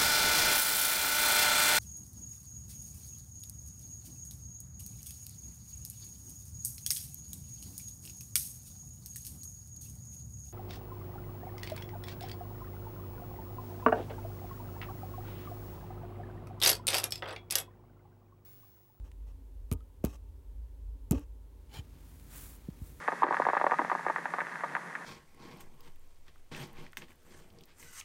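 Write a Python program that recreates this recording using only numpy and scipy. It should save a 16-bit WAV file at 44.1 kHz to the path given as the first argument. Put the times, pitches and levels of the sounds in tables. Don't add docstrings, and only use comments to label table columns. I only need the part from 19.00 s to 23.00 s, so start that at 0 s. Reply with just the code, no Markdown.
import sys
import numpy as np
from scipy import signal
from scipy.fft import rfft, irfft
from scipy.io import wavfile
from scipy.ndimage import uniform_filter1d, map_coordinates

SR = 44100
rng = np.random.default_rng(int(sys.argv[2]) if len(sys.argv) > 2 else 0)


def to_wav(s):
    ch = np.atleast_2d(s).T
    pcm = np.round(np.clip(ch, -1, 1) * 32767)
    wavfile.write(sys.argv[1], SR, pcm.astype(np.int16))


N = 176400
TIME = np.arange(N) / SR

# (frequency [Hz], level [dB])
BOARD_MODES = [(575, 4), (890, 3.5), (1215, 3), (2500, -11.5), (2950, -4)]


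def from_db(db):
    return 10 ** (np.asarray(db) / 20)


def rms_one(x):
    return x / np.sqrt(np.mean(x ** 2) + 1e-20)


def level(rows, column=-1):
    s, db = np.array(rows)[:, 0], np.array(rows)[:, column]
    before = db[0] if s[0] < .1 else -200
    after = db[-1] if s[-1] > 3.9 else -200
    return from_db(np.interp(TIME, s, db, left=before, right=after))


def coloured(x, colour, tilt_db=0):
    octave = np.log2(np.maximum(np.fft.rfftfreq(N, 1 / SR), 1))
    hz, db = np.transpose(colour)
    tilt = tilt_db * np.maximum(octave, np.log2(hz[0]))
    gain = rms_one(from_db(np.interp(octave, np.log2(hz), db) + tilt))
    cepstrum = irfft(np.log(gain + 1e-12), N)
    cepstrum[1:N // 2] *= 2
    cepstrum[N // 2 + 1:] = 0
    return irfft(rfft(x) * np.exp(rfft(cepstrum)), N)


def drift(rate_hz):
    r = np.exp(-2 * np.pi * rate_hz / SR)
    return rms_one(signal.lfilter([1], [1, -2 * r, r * r], rng.standard_normal(N + SR))[SR:])


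def friction(spread_db, clump_hz=184):
    return rms_one(rng.standard_normal(N) * from_db(spread_db * drift(clump_hz)))


def ring(x, hz, t60):
    r, w = from_db(-60 / (t60 * SR)), 2 * np.pi * hz / SR
    return signal.lfilter([0, np.sin(w)], [1, -2 * r * np.cos(w), r * r], x + 1e-18)


def rasp(rub, modes, cycles):
    return rms_one(sum(from_db(db) * rms_one(ring(rub, hz, cycles / hz)) for hz, db in modes))


def cavity(x, t60=0.07, echo_db=-5):
    age = TIME[:SR // 5]
    echo = rng.standard_normal(len(age)) * from_db(-60 * age / t60)
    echo /= np.sqrt(np.sum(echo ** 2))
    return rms_one(x + from_db(echo_db) * signal.fftconvolve(x, echo)[:N])


def background(boom_db=-56.5, air_db=-63):
    # (time [s], level [dB])
    swells = [(0, -38), (0.12, -49), (0.24, -40), (0.42, -51), (0.62, -41.5), (0.95, -56.5), (1.25, -46),
              (1.38, -52), (1.58, -39.5), (1.72, -47), (1.9, -38), (2.0, -46), (2.28, -43), (2.5, -52),
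              (4.0, -52)]
    # (frequency [Hz], level [dB])
    rumble_colour = [(30, -25), (42, -1.5), (51, 8), (63, -13), (105, -30.5), (1000, -110)]
    air_colour = [(30, 11.5), (200, -5), (275, 7.5), (325, -5.5), (390, 1.5), (550, -5), (720, -15),
                  (900, -6.5), (1200, -18), (2000, -22.5), (3300, -23), (5000, -26.5), (12500, -24.5)]
    rumble = coloured(rng.standard_normal(N), rumble_colour)
    rumble /= np.sqrt(uniform_filter1d(rumble ** 2, size=4000))
    boom = rms_one(ring(rng.standard_normal(N), hz=78.3, t60=0.31))
    air = coloured(rng.standard_normal(N), air_colour)
    return level(swells) * rumble + from_db(boom_db) * boom + from_db(air_db) * air


def slips(attack_s=0.004, release_s=0.0086, boards_db=-6):
    # (start [s], length [s], level [dB], tilt [dB per octave])
    slides = [(0.04, 0.043, -66.5, -1.3), (0.267, 0.044, -68, -1.5), (1.037, 0.02, -46.5, -2.5),
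              (1.065, 0.093, -60.5, 0), (2.119, 0.067, -51.5, -1.5), (2.202, 0.033, -64.5, -1.4)]
    # (frequency [Hz], level [dB])
    colour = [(200, 10.5), (600, -8), (1250, 1), (1800, -1), (4500, -7.5), (6000, -3), (10000, -13)]
    out = np.zeros(N)
    rub = cavity(friction(spread_db=2.5))
    boards = from_db(boards_db) * rasp(rub, BOARD_MODES, cycles=13.4)
    for s, length, db, tilt_db in slides:
        attack = np.clip((TIME - s) / attack_s, 0, 1)
        release = np.exp(-np.maximum(TIME - s - length, 0) / release_s)
        out += from_db(db) * attack * release * (coloured(rub, colour, tilt_db) + boards)
    return out


def taps(crackle=0.23, t60=0.015):
    # (time [s], level [dB])
    touches = [(0.1168, -47.5), (0.806, -55.5), (2.7871, -39)]
    # (frequency [Hz], level [dB])
    colour = [(500, -6), (3400, 8), (5500, -6.5), (9500, 0.5), (13000, -16)]
    out, age = np.zeros(N), TIME[:SR // 20]
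    for s, db in touches:
        start = int(s * SR)
        burst = crackle * rng.standard_normal(len(age)) * from_db(-60 * age / t60)
        burst[0] = 2
        out[start:start + len(age)] += from_db(db) * burst
    return coloured(out, colour)


def ticks(crackle=0.51, t60=0.0025, tail_t60=0.044, tail_db=-17, wood_db=-25, wood_cycles=16.3):
    # (time [s], level [dB])
    hits = [(0.7153, -24), (0.7207, -32), (0.7264, -22.5), (0.7353, -30.5), (1.0419, -31), (1.0495, -19),
            (1.059, -34), (2.1106, -16.5), (2.115, -30), (2.121, -25.5), (2.195, -43), (3.198, -43)]
    # (frequency [Hz], level [dB])
    colour = [(500, -39), (1200, 17), (2100, -10), (3400, 7.5), (4700, 4), (6400, 6), (9000, 8),
              (12500, 10)]
    clicks, age = np.zeros(N), TIME[:SR // 10]
    decay = from_db(-60 * age / t60) + from_db(tail_db - 60 * age / tail_t60)
    for s, db in hits:
        start = int(s * SR)
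        burst = crackle * rng.standard_normal(len(age)) * decay
        burst[0] = 2
        clicks[start:start + len(age)] += from_db(db) * burst
    top_mode_hz = BOARD_MODES[-1][0]
    wood = sum(ring(clicks, hz, wood_cycles / hz) * hz / top_mode_hz for hz, _ in BOARD_MODES)
    lowpass = signal.butter(2, 14000, fs=SR, output="sos")
    return signal.sosfilt(lowpass, coloured(clicks, colour)) + from_db(wood_db) * wood


def knocks(build_s=0.0018):
    # (time [s], pitch [Hz], level [dB], t60 [s])
    notes = [(0.7155, 1199, -47, 0.04), (0.806, 1290, -61, 0.07), (1.039, 604, -36.5, 0.0266),
             (2.11, 885, -50, 0.02)]
    out = np.zeros(N)
    for s, hz, db, t60 in notes:
        age = np.maximum(TIME - s, 0)
        build = np.minimum(age / build_s, 1)
        fall_db = 60 * np.clip((age - build_s) / t60, 0, 2)
        out += build * from_db(db - fall_db) * np.sin(2 * np.pi * hz * age)
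    return out


def thud(push, hz, width=0.64):
    r = np.exp(-np.pi * width * hz / SR)
    body = signal.lfilter([1, 0, -1], [1, -2 * r * np.cos(2 * np.pi * hz / SR), r * r], push)
    body = signal.sosfilt(signal.butter(2, hz * .5, "high", fs=SR, output="sos"), body)
    return body / np.abs(body).max()


def bumps(lean_db=-6.5, lean_stretch=7.3, edge_low_hz=660):
    # (time [s], thud [dB], thud pitch [Hz], contact time [ms], push on the box [dB], hard edge [dB])
    blows = [(0.7164, -22, 105, 0.45, -34.5, -37), (0.748, -28.5, 71, 2.7, -49, -47),
             (1.0426, -16, 217, 0.3, -35.5, -38.5), (1.0720, -36, 93, 1.5, -34, -45),
             (2.1117, -15.5, 148, 0.79, -26.5, -30.5), (2.156, -27, 78, 3.15, -19.5, -41.5),
             (2.7912, -31.5, 80, 1.26, -63, -53.5), (3.687, -27.5, 162, 0.54, -61, -77),
             (3.8180, -31.5, 73, 0.68, -46, -77)]
    # (frequency [Hz], level [dB], t60 [s])
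    box_modes = [(58.6, 7.5, 0.25), (81, 4.5, 0.19), (244, 9.5, 0.093), (297, 0.5, 0.19), (399, -5, 0.18),
                 (457.3, -5, 0.21), (638, -16, 0.097), (923, -12, 0.064), (1229, -21.5, 0.17)]
    thuds, pushes, edges, box = np.zeros((4, N))
    for s, thud_db, hz, contact_ms, push_db, edge_db in blows:
        contact_age = (TIME - s) / (contact_ms / 1000)
        blow = np.exp(-.5 * contact_age ** 2)
        lean = np.exp(-.5 * (contact_age / lean_stretch) ** 2)
        push = blow + from_db(lean_db) * lean
        push = push / push.sum() + 1e-18
        thuds += from_db(thud_db) * thud(push, hz)
        pushes += from_db(push_db) * push
        edges[int(s * SR)] = from_db(edge_db)
    for k, (hz, db, t60) in enumerate(box_modes):
        drive = pushes + edges * min(hz / edge_low_hz, 1)
        box += (-1) ** k * from_db(db) * ring(drive, hz, t60)
    return thuds + box


def judder(wobble=0.043, overtone_db=-16):
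    # (time [s], pitch [Hz], level [dB])
    course = [(2.119, 330, -54), (2.133, 337.6, -23.5), (2.138, 261.4, -33), (2.149, 269.5, -26),
              (2.158, 287, -38.5), (2.222, 290, -51.5)]
    s, hz, _ = np.transpose(course)
    pitch = np.interp(TIME, s, hz) * (1 + wobble * drift(rate_hz=124))
    phase = 2 * np.pi * np.cumsum(pitch) / SR
    return level(course) * (np.sin(phase) + from_db(overtone_db) * np.sin(2 * phase))


def handling():
    # (time [s], level [dB])
    brush_levels = [(2.65, -90), (2.97, -75), (3.09, -66), (3.285, -64.5), (3.325, -54.5), (3.375, -50),
                    (3.44, -51), (3.565, -59), (3.59, -70.5), (3.75, -71.5), (3.87, -59), (3.95, -65.5)]
    grate_levels = [(3.27, -70.5), (3.335, -57), (3.46, -63.5), (3.56, -75)]
    grip_levels = [(2.4, -79), (2.75, -62), (3.0, -59), (4.0, -59)]
    # (frequency [Hz], level [dB])
    brush_colour = [(1200, -2), (4800, -5), (7000, 1.5), (9000, 3), (14000, 3.5)]
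    grate_colour = [(500, -2), (1500, 4), (2400, 1), (5000, -7.5)]
    grip_colour = [(40, -6), (80, -2), (140, 2), (200, -6), (290, -3.5), (450, -17), (2500, -25),
                   (8000, -31)]
    brush = level(brush_levels) * coloured(friction(spread_db=1.45), brush_colour)
    grate = level(grate_levels) * coloured(friction(spread_db=2.5), grate_colour)
    grip = level(grip_levels) * coloured(friction(spread_db=1.45), grip_colour)
    return brush + grate + grip


def scrape(pitch_wander=0.016):
    # (time [s], dry rub [dB], ringing of the edge [dB])
    course = [(2.69, -81, -79), (2.73, -58.5, -59), (2.741, -49, -56), (2.756, -51.5, -52),
              (2.774, -51.5, -51), (2.797, -54, -50.5), (2.82, -84, -78)]
    # (frequency [Hz], level [dB])
    colour = [(150, 9.5), (400, 6.5), (900, 4.5), (1500, 0), (4500, -0.5), (7000, -9.5), (16000, -10.5)]
    # (frequency [Hz], level [dB])
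    edge_modes = [(400, 10), (883, 7), (1250, -7), (2130, -3), (2400, 0), (3060, 8.5), (3330, 2),
                  (4080, -8), (6860, 2)]
    rub = cavity(friction(spread_db=2.5))
    warped_samples = np.arange(N) + np.cumsum(pitch_wander * drift(rate_hz=25.5))
    singing = map_coordinates(rasp(rub, edge_modes, cycles=53), [warped_samples], mode="mirror")
    return level(course, column=1) * coloured(rub, colour) + level(course, column=2) * singing


def scene():
    impacts = bumps() + knocks() + taps() + ticks()
    return (impacts + slips() + judder() + scrape() + handling() + background())[None]


def record(dry, low_cut_hz=36, high_cut_hz=16100):
    low_cut = signal.butter(3, low_cut_hz, "high", fs=SR, output="sos")
    high_cut = signal.ellip(10, .2, 70, high_cut_hz, fs=SR, output="sos")
    return signal.sosfilt(high_cut, signal.sosfilt(low_cut, dry))


dry = scene()
out = record(dry)
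to_wav(out)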